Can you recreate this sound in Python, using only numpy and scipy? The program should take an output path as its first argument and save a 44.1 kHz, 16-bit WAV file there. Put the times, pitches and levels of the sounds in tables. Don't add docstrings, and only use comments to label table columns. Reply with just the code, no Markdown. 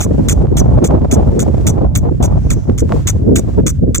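import sys
import numpy as np
from scipy import signal
from scipy.fft import rfft, irfft
from scipy.io import wavfile
from scipy.ndimage import uniform_filter1d, minimum_filter1d, map_coordinates

SR = 44100
rng = np.random.default_rng(int(sys.argv[2]) if len(sys.argv) > 2 else 0)


def inscribe(sig):
    pcm = np.round(np.clip(np.atleast_2d(sig).T, -1, 1) * 32767)
    wavfile.write(sys.argv[1], SR, pcm.astype(np.int16))


N = 176400
TIME = np.arange(N) / SR
BIN_HZ = np.maximum(np.arange(N // 2 + 1) * SR / N, 1)


def from_db(db):
    return 10 ** (np.asarray(db) / 20)


def rms_one(x):
    return x / np.sqrt(np.mean(x ** 2) + 1e-20)


def level(rows):
    return from_db(np.interp(TIME, *np.transpose(rows)))


def over_bins(rows):
    hz, values = np.transpose(rows)
    return np.interp(np.log(BIN_HZ), np.log(hz), values)


def pan(db):
    return from_db(np.array([[.5], [-.5]]) * db)


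def swell(t, half_s):
    return np.exp(-.5 * (t / half_s) ** 2)


def drift(rate_hz):
    step, settle = 40, 2000
    r = np.exp(-2 * np.pi * rate_hz * step / SR)
    noise = rng.standard_normal(N // step + settle + 2)
    slow = signal.lfilter([1], [1, -2 * r, r * r], noise)[settle:]
    return np.interp(np.arange(N) / step, np.arange(len(slow)), rms_one(slow))


def resonate(x, hz, width_hz, stages=1):
    r = np.exp(-np.pi * width_hz / SR)
    poles = [1, -2 * r * np.cos(2 * np.pi * hz / SR), r * r]
    for _ in range(stages):
        x = signal.lfilter(np.array([1, 0, -1]) * (1 - r * r) / 2, poles, x + 1e-18)
    return x


def air(spectrum):
    white = rfft(rng.standard_normal((2, N)))
    return rms_one(irfft(from_db(over_bins(spectrum)) * white, N))


def gusting(eddies, depth_db):
    return rms_one(from_db(depth_db * np.clip(eddies, -2.5, 2)))


def grass():
    # time_s, level_db
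    hiss_level = [(0, -51), (.25, -43.5), (.5, -52.5), (.75, -50), (1.0, -51.5), (1.3, -46), (1.62, -44.5),
                  (1.88, -57.5), (2.15, -53.5), (2.45, -47.5), (2.68, -51.5), (2.82, -51.5), (2.94, -39),
                  (3.25, -54), (3.54, -47), (3.63, -53.5), (3.75, -52), (3.85, -61.5), (4, -54)]
    # freq_hz, density_db
    hiss_spectrum = [(700, 7), (1500, 7.5), (2500, 2), (4200, -2.5), (7000, 0), (9000, -5), (12000, -29.5),
                     (14500, -3.5), (17000, -11)]
    swish = rms_one(resonate(rng.standard_normal((2, N)), hz=6070, width_hz=1100, stages=2))
    hiss = level(hiss_level) * air(hiss_spectrum) * gusting(drift(25), depth_db=1.5)
    return hiss + from_db(-52) * swish * swell(TIME - 2.556, half_s=.1)


def wind():
    # time_s, relative_db
    rumble_level = [(0.0, -12.5), (0.03, -21.5), (0.05, -17), (0.78, -10.5), (0.8, -20.5), (0.96, -16.5),
                    (2.56, -15), (2.65, -26.5), (2.68, -17), (3.53, -19.5), (3.61, -11.5), (3.69, -19.5),
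                    (3.91, -17.5), (4.0, -25)]
    flutter_level = [(0.0, -35.5), (0.07, -16), (1.86, -23), (1.89, -33.5), (2.06, -23.5), (2.58, -27),
                     (2.64, -43.5), (2.7, -16.5), (2.74, -28), (2.84, -23), (3.15, -32), (3.34, -10.5),
                     (3.53, -32), (3.58, -12), (3.79, -37), (3.83, -18.5), (3.98, -25.5), (4.0, -22)]
    rustle_level = [(0.0, -38.5), (0.67, -29), (1.75, -39.5), (1.77, -30.5), (2.0, -46), (2.06, -26.5),
                    (2.17, -59), (2.21, -30.5), (2.66, -52), (2.68, -39), (2.87, -55), (2.93, -34.5),
                    (2.94, -38.5), (3.17, -51), (3.56, -43), (3.6, -21), (3.63, -61.5), (4.0, -65)]
    # freq_hz, density_db
    rumble_spectrum = [(20, -29.5), (32, -28), (45, -5), (60, -1.5), (100, -3), (150, -8.5), (210, -17.5),
                       (320, -25.5), (600, -91.5)]
    flutter_spectrum = [(70, -27), (140, -6), (220, -0.5), (330, -5), (470, -9), (650, -21), (1000, -67.5),
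                        (1800, -74.5)]
    rustle_spectrum = [(250, -50), (450, 0), (620, 6), (850, -2.5), (1200, -13.5), (1800, -29.5),
                       (3000, -37.5), (6000, -49), (12000, -63)]
    eddies = rms_one(.65 * drift(35) + np.array([drift(25), drift(30)]))
    rumble = from_db(4.5) * level(rumble_level) * air(rumble_spectrum) * gusting(eddies, depth_db=2)
    flutter = from_db(3.5) * level(flutter_level) * air(flutter_spectrum) * gusting(eddies, depth_db=6)
    rustle = from_db(10) * level(rustle_level) * air(rustle_spectrum) * gusting(eddies, depth_db=7.5)
    return rumble + flutter + rustle


def buffets():
    # centre_s, half_length_s, level_db, port_balance_db
    hits = [(.113, 0.0034, -6.5, -7.5), (.183, 0.0018, -9.5, 9), (.443, 0.005, -14, -9.5),
            (0.521, .006, -10, -11.5), (0.6, 0.0026, -11.5, -10), (0.663, 0.0044, -14, 4),
            (0.688, 0.0019, -13, -4), (0.836, 0.02, -10.5, 10.5), (0.94, 0.011, -11, -8.5),
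            (1.029, 0.0056, -13.5, 1), (1.132, 0.0065, -14, -16), (1.375, 0.04, -14, 12),
            (1.5, 0.0036, -13.5, -11.5), (1.771, 0.0024, -17, -10.5), (1.835, 0.0059, -11, 3.5),
            (2.066, 0.01, -17, -17), (2.121, 0.0059, -13, 13), (2.209, 0.0065, -16, -8.5),
            (2.695, 0.0034, -7, 12.5), (2.827, 0.0055, -8, -10.5), (2.949, 0.0065, -10.5, 12),
            (3.255, 0.015, -21, -10.5), (3.309, 0.0078, -17.5, 7.5), (3.592, 0.0068, -4.5, -14.5),
            (3.834, 0.0027, -24, 9), (3.878, 0.0036, -15, -9.5)]
    # freq_hz, density_db
    spectrum = [(80, -46), (170, -0.5), (300, 0.5), (450, -2), (650, -19.5), (1000, -39), (2000, -49.5),
                (5000, -88)]
    envelope = sum(from_db(db) * pan(balance_db) * swell(TIME - centre_s, half_s)
                   for centre_s, half_s, db, balance_db in hits)
    return air(spectrum) * envelope


def pops():
    # start_s, relative_db
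    snaps = [(.47, -22), (.509, -32), (0.656, -30), (0.828, -19), (.91, -13.5), (1.018, -23), (1.049, -22),
             (2.698, -14), (2.894, -16), (2.9222, -3)]
    dull_hz, ring_hz, width_hz = 2000, 1020, 370
    clicks = np.zeros(N)
    for start_s, db in snaps:
        clicks[int(start_s * SR)] += from_db(db)
    dulled = signal.sosfilt(signal.butter(1, dull_hz, fs=SR, output="sos"), clicks + 1e-18)
    makeup_gain = SR / (2 * np.pi * width_hz)
    return resonate(dulled, ring_hz, width_hz) * makeup_gain * pan(db=-2.5)


def stereo_image(ports):
    # freq_hz, correlation
    likeness = [(60, 0.48), (130, 0.22), (290, -0.15), (640, -0.42), (1410, 0.28), (3100, 0.14),
                (6800, .08), (15000, -0.25)]
    turn = np.exp(.5j * np.arccos(np.clip(over_bins(likeness), -1, 1)))
    a, b = rfft(ports)
    return irfft(np.array([a * turn + b / turn, a / turn + b * turn]), N) / np.sqrt(2)


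def ground_scatter(calls, level_db=-28, t60_s=.27):
    t = TIME[:SR // 2]
    tail = rng.standard_normal((2, len(t))) * from_db(-60 * t / t60_s)
    tail /= np.sqrt(np.sum(tail[0] ** 2))
    return from_db(level_db) * signal.fftconvolve(calls, tail, axes=1)[:, :N]


def squeak(t, hz, fall_hz_per_s, half_s):
    return np.sin(2 * np.pi * (hz - .5 * fall_hz_per_s * t) * t) * swell(t, half_s)


def voiced_glide(t, start_hz, fall_s=.035, jitter=.018):
    harmonics = [-6.5, -9.5, -17, -18.5]
    wobble = rms_one(uniform_filter1d(rng.standard_normal(len(t)), size=30))
    pitch_hz = start_hz * np.exp(-t / fall_s) * (1 + jitter * wobble)
    phase = 2 * np.pi * np.cumsum(pitch_hz) / SR
    return np.sqrt(2) * sum(from_db(db) * np.sin(k * phase) for k, db in enumerate(harmonics, 1))


def air_puffs(t, length_s, sharpest_s):
    rate_hz, jitter, decay_s, breath = 480, .37, .00068, .23
    spread_db, sharpest_db, closing_db = .5, 6, -10
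    gap_chance, size_chance = rng.standard_normal((2, 60))
    starts = (np.cumsum(np.exp(jitter * gap_chance)) - 1) / rate_hz
    starts = np.append(starts, [sharpest_s, length_s - .002])
    sizes = from_db(np.append(-spread_db * np.clip(size_chance, -2, 2), [sharpest_db, closing_db]))
    age = t - starts[:, None]
    return breath + sizes @ ((age >= 0) * np.exp(-np.abs(age) / decay_s))


def throat(puffs, resonances, stretch):
    rasp = np.zeros(len(puffs))
    for hz, width_hz, db in resonances:
        turbulence = puffs * rng.standard_normal(len(puffs))
        rasp += from_db(db) * resonate(turbulence, hz * stretch, width_hz, stages=2)
    return rasp / np.sqrt(uniform_filter1d(rasp ** 2, size=700) + 1e-12)


def chirp_envelope(t, head_db, hold_db, length_s):
    attack_s, head_s, head_fade_s, release_db_per_s = .0018, .018, .006, 1897
    head = .5 - .5 * np.tanh((t - head_s) / head_fade_s)
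    release_db = release_db_per_s * np.maximum(t - length_s, 0)
    return np.clip(t / attack_s, 0, 1) * from_db(hold_db + (head_db - hold_db) * head - release_db)


def marmot(left_lead_s=.00014):
    # start_s, head_db, hold_db, length_s, sharpest_pulse_s, resonance_hz,
    # start_pitch_hz, voiced_db, closing_squeak_db
    chirps = [(.003, -20, -23, .044, 0.0081, 6640, 3930, -5.5, -42),
              (0.284, -15.5, -20, .044, .012, 6500, 4110, -3, -31),
              (0.567, -21.5, -22, 0.036, 0.067, 6450, 4460, -3, -22),
              (0.84, -21, -27, 0.036, 0.0071, 6600, 3340, -7.5, -46),
              (1.111, -20.5, -22.5, 0.038, 0.014, 6510, 2905, -4.5, -42),
              (1.392, -20.5, -25.5, 0.037, 0.00078, 6650, 3600, -10.5, -46),
              (1.666, -16, -23.5, 0.037, 0.019, 6640, 4230, -12, -30),
              (1.951, -17, -29, 0.037, 0.0089, 6670, 3610, -8, -43),
              (2.224, -25, -25, 0.036, 0.0042, 6600, 3770, -5, -32.5),
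              (2.501, -21.5, -27, 0.036, 0.0036, 6630, 2740, -2, -48),
              (2.777, -26, -27, 0.031, 0.0082, 6420, 3530, -10, -49),
              (3.07, -15.5, -18, 0.034, 0.016, 6650, 3880, -5.5, -39),
              (3.355, -16, -23.5, 0.04, 0.0046, 6710, 3570, -3.5, -34),
              (3.664, -16, -22, 0.04, 0.017, 6540, 3700, -12, -33.5),
              (3.945, -13.5, -28, 0.034, 0.014, 6700, 3050, -9.5, -30)]
    # centre_hz, width_hz, relative_db
    bright_bands = [(6210, 890, -2), (6760, 920, -4), (7554, 730, -4), (9040, 1220, -9),
                    (10000, 620, -33.5), (12310, 390, -16), (14470, 960, -14.5)]
    # centre_hz, width_hz, relative_db
    rasp_bands = [(1320, 560, 4.5), (2185, 600, 3.5), (3490, 510, 7), (4580, 500, -6.5)]
    ports, t = np.zeros((2, N + SR)), TIME[:SR // 10]
    for start_s, head_db, hold_db, length_s, sharpest_s, hz, pitch_hz, voiced_db, squeak_db in chirps:
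        puffs = air_puffs(t, length_s, sharpest_s)
        stretch = hz / 6600
        direct = throat(puffs, bright_bands, stretch) * pan(db=1.5)
        scattered = from_db(-9) * np.array([throat(puffs, bright_bands, stretch) for _ in range(2)])
        bright = from_db(-1.5) * (direct + scattered) * chirp_envelope(t, head_db, hold_db, length_s)
        rasp = from_db(-7.5) * throat(puffs, rasp_bands, stretch)
        voiced = from_db(voiced_db - .5) * voiced_glide(t, pitch_hz)
        low = (rasp + voiced) * pan(db=-5.5) * chirp_envelope(t, head_db, hold_db - 6.5, length_s)
        closing = np.sqrt(2) * squeak(t - length_s, hz=6040, fall_hz_per_s=50000, half_s=.005)
        i = int(start_s * SR)
        ports[:, i:i + len(t)] += bright + low + from_db(squeak_db) * closing
    late_right = map_coordinates(ports[1], [np.arange(N) - left_lead_s * SR], order=3)
    return np.array([ports[0, :N], late_right])


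def scene():
    calls = marmot()
    calls += from_db(-16) * squeak(TIME - 1.976, hz=14600, fall_hz_per_s=560000, half_s=.0015)
    calls += from_db(-8) * squeak(TIME - 3.983, hz=7300, fall_hz_per_s=330000, half_s=.0013)
    echo = ground_scatter(calls)
    breeze = stereo_image(wind() + buffets() + grass()) * pan(db=-1)
    return calls + echo + breeze + pops()


def record(dry):
    window_samples, cutoff_hz = 89, 15900
    gain = minimum_filter1d(1 / np.maximum(np.abs(dry), 1), size=window_samples, axis=1)
    limited = dry * uniform_filter1d(gain, size=window_samples, axis=1)
    return signal.sosfilt(signal.ellip(10, .1, 70, cutoff_hz, fs=SR, output="sos"), limited)


dry = scene()
out = record(dry)
inscribe(out)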